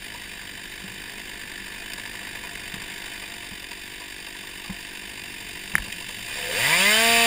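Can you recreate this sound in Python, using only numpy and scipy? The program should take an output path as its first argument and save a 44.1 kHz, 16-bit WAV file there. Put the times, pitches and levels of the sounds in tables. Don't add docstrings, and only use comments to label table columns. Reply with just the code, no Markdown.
import sys
import numpy as np
from scipy import signal
from scipy.fft import rfft, irfft
from scipy.io import wavfile
from scipy.ndimage import uniform_filter1d

SR = 44100
rng = np.random.default_rng(int(sys.argv[2]) if len(sys.argv) > 2 else 0)


def generate_wav(sig):
    pcm = np.round(np.clip(np.atleast_2d(sig).T, -1, 1) * 32767).astype(np.int16)
    wavfile.write(sys.argv[1], SR, pcm)


N = 320166
TIME = np.arange(N) / SR
CUTOFF_HZ = 15500
PART_THROTTLE_S, FULL_THROTTLE_S = 6.19, 6.511
TOP_SPEED_HZ = 231.3


def from_db(db):
    return 10 ** (np.asarray(db) / 20)


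def in_time(rows):
    times, *columns = np.transpose(rows)
    return [np.interp(TIME, times, column) for column in columns]


def evened(x, size=6001):
    return x / np.sqrt(np.abs(uniform_filter1d(x * x, size)) + 1e-12)


def clicks(times, heights):
    at = np.clip(np.asarray(times) * SR, 0, N - 2)
    whole = at.astype(int)
    late = at - whole
    return np.bincount(whole, heights * (1 - late), N) + np.bincount(whole + 1, heights * late, N)


def fade(x, decay_s):
    return signal.lfilter([1], [1, -np.exp(-1 / (decay_s * SR))], x + 1e-18)


def ring(x, pitch_hz, ring_s):
    keep = from_db(-60 / (ring_s * SR))
    step = 2 * np.pi * pitch_hz / SR
    return signal.lfilter([0, np.sin(step)], [1, -2 * keep * np.cos(step), keep * keep], x + 1e-18)


def colour(x, tone, resonances=(), size=8192):
    hz = np.maximum(np.arange(size // 2 + 1) * SR / size, 1)
    points, levels = np.transpose(tone)
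    db = np.interp(np.log(hz), np.log(points), levels)
    for centre, width, height in resonances:
        db = db + height * np.exp(-((hz - centre) / width) ** 2)
    cepstrum = irfft(np.log(from_db(db)))[:size // 2]
    cepstrum[1:] *= 2
    response = irfft(np.exp(rfft(cepstrum, size)))[:size // 2]
    return signal.oaconvolve(x, response / np.abs(response).max())[:N]


def grit(spread_db):
    noise = rng.standard_normal(N)
    sizes = np.repeat(rng.standard_normal(N // 8 + 1), 8)[:N]
    noise *= from_db(spread_db * sizes)
    return noise / noise.std()


def shower(envelope, tone, resonances=()):
    noise = grit(spread_db=-0.5)
    return colour(envelope * noise, tone, resonances) / colour(noise, tone, resonances).std()


def breeze(level_db=-60, band_hz=(20, 105)):
    band = signal.butter(3, band_hz, "band", fs=SR, output="sos")
    air = signal.sosfilt(band, rng.standard_normal((2, N)))
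    return from_db(level_db) * air / air.std()


# start_s, level_db
SWAYS = [(4.70, -32), (5.797, -27)]


def sway(pitch_hz=46, ring_s=0.2):
    start_s, level_db = np.transpose(SWAYS)
    return -ring(clicks(start_s, from_db(level_db)), pitch_hz, ring_s)


# start_s, level_db, decay_s
BUMPS = [(.835, -30, 0.089), (2.736, -21.5, 0.036), (3.513, -23, 0.02), (4.694, -17, 0.016),
         (5.736, -19.5, 0.035), (5.781, -25, 0.025), (5.872, -22.5, 0.02)]
# pitch_hz, level_db, ring_s
MOUNT_NOTES = [(191, -8, 0.071)]
# pitch_hz, level_db
SCUFF_TONE = [(15, -19), (43, -20), (70, -9), (110, -5), (140, -6.5), (195, 5), (240, -16.5), (400, -26.5),
              (1000, -18), (2000, -50)]
# time_s, level_db
RUSTLE_LEVELS = [(0, -49), (2.8, -47.5), (3.9, -52.5), (6.5, -46)]
# pitch_hz, level_db
RUSTLE_TONE = [(12, -9), (22, -4.5), (42, -2), (70, -12.5), (107, -7), (140, -14), (195, -3), (235, -12.5),
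               (500, -15.5), (1200, -59)]


def mount(scuff_gain_db=-8, ring_gain_db=-3, rustle_gain_db=0.5, push_delay_s=0.00635):
    start_s, level_db, _ = np.transpose(BUMPS)
    pushes = clicks(start_s + push_delay_s, from_db(level_db + ring_gain_db))
    rings = sum(from_db(db) * ring(pushes, hz, ring_s) for hz, db, ring_s in MOUNT_NOTES)
    rubbing = sum(from_db(db) * fade(clicks([s], 0.65), decay_s) for s, db, decay_s in BUMPS)
    rustle = from_db(in_time(RUSTLE_LEVELS)[0]) * evened(colour(rng.standard_normal(N), RUSTLE_TONE))
    scuffs = shower(rubbing, SCUFF_TONE)
    return rings + from_db(scuff_gain_db) * scuffs + from_db(rustle_gain_db) * rustle


# start_s, level_db
SNAPS = [(2.7427, -22), (4.7005, -29), (5.7536, -0.5), (5.7818, -11.5)]
# pitch_hz, level_db, ring_s
CASE_NOTES = [(1170, -10, 0.0037), (1780, 5.5, 0.0096), (2270, -1.5, 0.0076), (5660, -9.5, 0.0017),
              (10080, -11.5, 0.016), (13730, -13, 0.0094)]


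def case_snaps(gain_db=-5):
    start_s, level_db = np.transpose(SNAPS)
    hits = clicks(np.round(start_s * SR) / SR, from_db(level_db + gain_db))
    return sum((-1) ** k * from_db(db) * ring(hits, hz, ring_s)
               for k, (hz, db, ring_s) in enumerate(CASE_NOTES))


def engine_speed(idle_hz=50.68, sag_hz_per_s=0.44, part_speed_hz=70.5, run_up_s=0.61, flywheel_s=0.08):
    wander = 1.03 * np.cos(2 * np.pi * (TIME - 0.164) / 0.965)
    stumble = 2.6 * np.exp(-((TIME - 3.73) / 0.28) ** 2)
    idle = idle_hz - sag_hz_per_s * TIME + wander - stumble
    squeezed = np.clip((TIME - PART_THROTTLE_S) / 0.17, 0, 1)
    run_up = 1 - np.clip(1 - (TIME - FULL_THROTTLE_S) / run_up_s, 0, 1) ** 2
    run_up = uniform_filter1d(run_up, int(flywheel_s * SR))
    return idle + (part_speed_hz - idle) * squeezed + (TOP_SPEED_HZ - part_speed_hz) * run_up


def clutch_grip(take_up_s=0.35):
    return np.clip((TIME - PART_THROTTLE_S) / take_up_s, 0, 1)


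# start_s, level_db
FIRINGS = [(.145, -36), (.418, -41), (1.181, -42), (1.666, -43.5), (1.983, -40), (2.138, -38),
           (2.356, -36.5), (2.436, -37), (2.745, -37), (3.064, -40), (3.223, -38), (3.43, -41),
           (3.626, -41.5), (3.716, -39), (4.005, -36.5), (4.271, -40.5), (4.435, -38.5), (4.645, -35.5),
           (5.019, -42), (5.557, -43.5), (5.847, -38), (6.008, -40), (6.091, -38), (6.283, -36)]


def idle_firings(turns, weak_gap_s=0.08, strong_gain_db=2, weak_db=-45, spread_db=1.0):
    strong_s, strong_db = np.transpose(FIRINGS)
    weak_s = np.concatenate([np.linspace(a, b, max(round((b - a) / weak_gap_s), 1) + 1)[1:-1]
                             for a, b in zip([0, *strong_s], strong_s)])
    weak_s = turns[np.abs(turns - weak_s[:, None]).argmin(axis=1)]
    weak = clicks(weak_s, from_db(weak_db + spread_db * rng.standard_normal(len(weak_s))))
    return clicks(strong_s, from_db(strong_db + strong_gain_db)) + weak


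def turn_times(speed, surge=0.0801):
    start_s, level_db = np.transpose(FIRINGS)
    kick = fade(clicks(start_s, from_db(level_db - level_db.mean())), decay_s=0.05)
    kick -= uniform_filter1d(kick, size=7001)
    count = np.cumsum(speed * (1 + surge * kick * (TIME < FULL_THROTTLE_S))) / SR
    offsets = np.unwrap(np.interp(start_s, TIME, count) % 1, period=1)
    count -= np.interp(TIME, start_s, offsets)
    return np.interp(np.arange(1, int(count[-1]) + 1), count, TIME)


def knocks(turns, speed, phase, spread_db, jitter):
    turn_s = 1 / np.interp(turns, TIME, speed)
    timing, strength = rng.standard_normal((len(turns), 2)).T
    return clicks(turns + turn_s * (phase + jitter * timing), from_db(spread_db * strength))


# time_s, level_db
INTAKE_LEVELS = [(0, -55), (1.1, -51), (5.6, -50.5), (6.1, -57)]
# pitch_hz, level_db
INTAKE_TONE = [(30, -14), (48, -7.5), (80, -17.5), (110, -19.5), (170, -22), (250, -5), (330, -1.5),
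               (400, -4), (480, -17), (800, -36)]


def intake(turns, speed, load):
    gulps = knocks(turns, speed, phase=-0.06, spread_db=1.0, jitter=0.002)
    return from_db(in_time(INTAKE_LEVELS)[0]) * evened(colour(gulps, INTAKE_TONE)) * (1 - load)


# pitch_hz, ring_s, gain_db
PINGS = [(1750, 0.04, -2.5), (2716, 0.025, -2.5), (3546, 0.034, -4.5), (4830, 0.015, -2)]
# time_s, first_db, second_db, third_db, fourth_db
PING_LEVELS = [(0, -46, -62, -59, -57), (2.3, -41.5, -55, -50, -61), (3.3, -49.5, -54.5, -46, -52),
               (4.3, -54, -48, -48, -52), (5.7, -49.5, -43.5, -57, -56)]


def pings(turns, speed, load):
    out = np.zeros(N)
    for (pitch_hz, ring_s, gain_db), level_db in zip(PINGS, in_time(PING_LEVELS)):
        slaps = knocks(turns, speed, phase=-0.2, spread_db=1.7, jitter=0.0401)
        out += from_db(gain_db + level_db) * evened(ring(slaps, pitch_hz, ring_s))
    return out * (1 - load)


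def small_resonances(lowest_hz=5600, width_hz=36, max_height_db=8, count=56):
    places, heights = rng.random((count, 2)).T
    centres = lowest_hz + (CUTOFF_HZ - lowest_hz) * (np.arange(count) + places) / count
    return [(hz, width_hz, max_height_db * share) for hz, share in zip(centres, heights)]


# time_s, low_clatter_db, high_clatter_db, sizzle_db
IDLE_RATTLE = [(.88, -43.5, -42.5, -45.5), (2.3, -41, -42, -44), (3.14, -40.5, -41, -43.5),
               (3.65, -44, -43, -45.5), (5.2, -43, -42, -44.5), (6.1, -43, -39.5, -42)]
# gain_db, full_rise_db, reach_octaves
RATTLE_RISE = [(1.02, 19, 1.1), (-0.52, 18.5, 1.58), (-0.1, 19.5, 1.6)]


def rattle_levels(speed, idle_hz=50, slip=0.41):
    octaves = np.maximum(np.log2(speed / idle_hz), 0)
    octaves *= 1 - slip * (1 - clutch_grip())
    return [idle_db + gain_db + rise_db * np.tanh(octaves / reach)
            for idle_db, (gain_db, rise_db, reach) in zip(in_time(IDLE_RATTLE), RATTLE_RISE)]


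# pitch_hz, level_db
CLATTER_TONE = [(250, -32.5), (500, -18), (620, -14.5), (1400, -11), (1700, -1.5), (3000, -5), (4000, -11),
                (4500, -10), (6000, -56.5)]
# pitch_hz, level_db
SIZZLE_TONE = [(2500, -77), (3900, 2), (4500, -2), (9500, 0), (10400, -10.5), (10800, -18.5),
               (13100, -41.5), (14000, -18), (15200, -17.5)]
# pitch_hz, width_hz, height_db
RATTLE_RESONANCES = [(694, 23, 11.5), (940, 99, 6), (1288, 73, -14), (2104, 940, 2.5), (2465, 24, 9),
                     (2720, 86, 5), (3021, 83, 7.5), (3665, 280, 8), (4173, 207, -8), (4774, 200, 11),
                     (5344, 110, 8), (6004, 426, -11), (7270, 127, 6.5), (7800, 250, -11.5),
                     (8240, 136, 3.5), (10210, 380, 6.5), (13770, 2150, 18.5)]


def rattle(turns, speed, load, pulses, firings, shake_db=31, split_hz=2300):
    low_db, high_db, sizzle_db = rattle_levels(speed)
    peaks = RATTLE_RESONANCES + small_resonances()
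    piston = knocks(turns, speed, phase=-0.3, spread_db=1.5, jitter=0.0253)
    rebound = knocks(turns, speed, phase=-0.097, spread_db=2.0, jitter=0.052)
    blows = piston + 0.5 * rebound + from_db(shake_db) * firings
    bursts = fade(blows, decay_s=0.0025) - fade(blows, decay_s=0.0017)
    shaking = bursts + 0.096 + 0.88 * load
    clatter = evened(colour((shaking + 0.043) * grit(spread_db=2.0), CLATTER_TONE, peaks))
    sizzle = evened(colour(shaking * grit(spread_db=1.5) + 1.6 * piston, SIZZLE_TONE, peaks))
    clatter += 1.3 * load * evened(colour(pulses, CLATTER_TONE, peaks))
    sizzle += 0.26 * load * evened(colour(pulses, SIZZLE_TONE, peaks))
    low, high = (evened(signal.sosfilt(signal.butter(5, split_hz, kind, fs=SR, output="sos"), clatter))
                 for kind in ("low", "high"))
    return from_db(low_db) * low + from_db(high_db) * high + from_db(sizzle_db) * evened(sizzle)


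# start_s, body_db, treble_db
SLAPS = [(1.039, -35, -47), (1.8605, -33, -39), (1.9342, -27.5, -31.5), (1.9814, -27, -41),
         (2.059, -32.5, -48), (2.272, -31, -52), (2.7402, -30, -39), (3.7154, -30.5, -40),
         (4.643, -35, -52), (5.237, -30.5, -43), (5.492, -31, -44), (5.925, -26, -33), (6.089, -26.5, -42)]


def chain_slaps(treble_gain_db=4.5, decay_s=0.0035):
    start_s, body_db, treble_db = np.transpose(SLAPS)
    return sum(shower(fade(clicks(start_s, from_db(db)), decay_s), tone, RATTLE_RESONANCES)
               for db, tone in [(body_db, CLATTER_TONE), (treble_db + treble_gain_db, SIZZLE_TONE)])


# speed_multiple, pitch_hz, width_hz, level_db
WHINES = [(5, 486, 70, -35), (7, 526, 64, -32.5), (6, 986, 91, -27.5), (7, 1552, 62, -23.5),
          (8, 1700, 55, -36), (10, 2070, 92, -19.5), (12, 2030, 95, -27), (13, 2330, 130, -28),
          (14, 2000, 122, -27), (14, 2334, 120, -23), (14, 2680, 96, -23.5), (14, 3074, 70, -29),
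          (15, 2060, 160, -26.5), (17, 3300, 130, -26)]


def whine(speed, waver=0.36):
    angle = 2 * np.pi * np.cumsum(speed) / SR
    out = np.zeros(N)
    for multiple, pitch_hz, width_hz, level_db in WHINES:
        swell = from_db(level_db) * np.exp(-((multiple * speed - pitch_hz) / width_hz) ** 2)
        flutter = uniform_filter1d(rng.standard_normal(N), size=400)
        out += swell * np.sqrt(2) * np.sin(multiple * angle) * (1 + waver * flutter / flutter.std())
    return out * clutch_grip() ** 2


# pitch_hz, level_db
BITE_TONE = [(2100, -22.5), (2380, -1), (2460, 0), (2550, 0), (2630, 4), (2750, -20), (3200, -34)]


def bite(start_s=7.05, attack_s=0.02, level_db=-24.5):
    contact = np.clip((TIME - start_s) / attack_s, 0, 1)
    return from_db(level_db) * shower(contact, BITE_TONE)


# pitch_hz, level_db
PUFF_TONE = [(300, -14.5), (500, 2), (780, -11), (980, 12), (1070, -4), (1160, 4.5), (1300, -14),
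             (2500, -39)]


def idle_puffs(firings, gain_db=-5):
    return from_db(gain_db) * shower(fade(firings, decay_s=0.013), PUFF_TONE)


FIRING_PATTERN = [0.5, 1, 1.5]


def exhaust_pulses(turns, speed):
    pattern_db = np.interp(TIME, turns, np.resize(FIRING_PATTERN, len(turns)))
    return knocks(turns, speed, phase=0, spread_db=0.3, jitter=0.0045) * from_db(pattern_db)


# pitch_hz, level_db
MUFFLER_TONE = [(60, -19), (110, 11), (230, 3), (340, -3), (470, 5.5), (620, 5.5), (700, 13), (780, -13.5),
                (930, -0.5), (1160, -2), (1300, 2), (1800, -37.5)]


def exhaust_note(pulses, speed, base_db=-27.5, db_per_octave=8, tuned_db=4.5, tuned_width_hz=6.8):
    steady_firing = np.clip((speed - 54) / 30, 0, 1)
    in_tune = np.exp(-((speed - TOP_SPEED_HZ) / tuned_width_hz) ** 2)
    level_db = base_db + db_per_octave * np.log2(speed / TOP_SPEED_HZ) + tuned_db * in_tune
    return steady_firing * from_db(level_db) * evened(colour(pulses, MUFFLER_TONE), size=2501)


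def scene():
    speed = engine_speed()
    load = np.clip((speed - 55) / 130, 0, 1)
    turns = turn_times(speed)
    firings = idle_firings(turns)
    pulses = exhaust_pulses(turns, speed)
    engine = exhaust_note(pulses, speed) + idle_puffs(firings) + intake(turns, speed, load)
    metal = rattle(turns, speed, load, pulses, firings) + pings(turns, speed, load) + chain_slaps()
    return engine + metal + whine(speed) + bite() + mount() + sway() + case_snaps() + breeze()


def record(dry):
    return signal.sosfilt(signal.ellip(10, .1, 80, CUTOFF_HZ, fs=SR, output="sos"), dry)


dry = scene()
out = record(dry)
generate_wav(out)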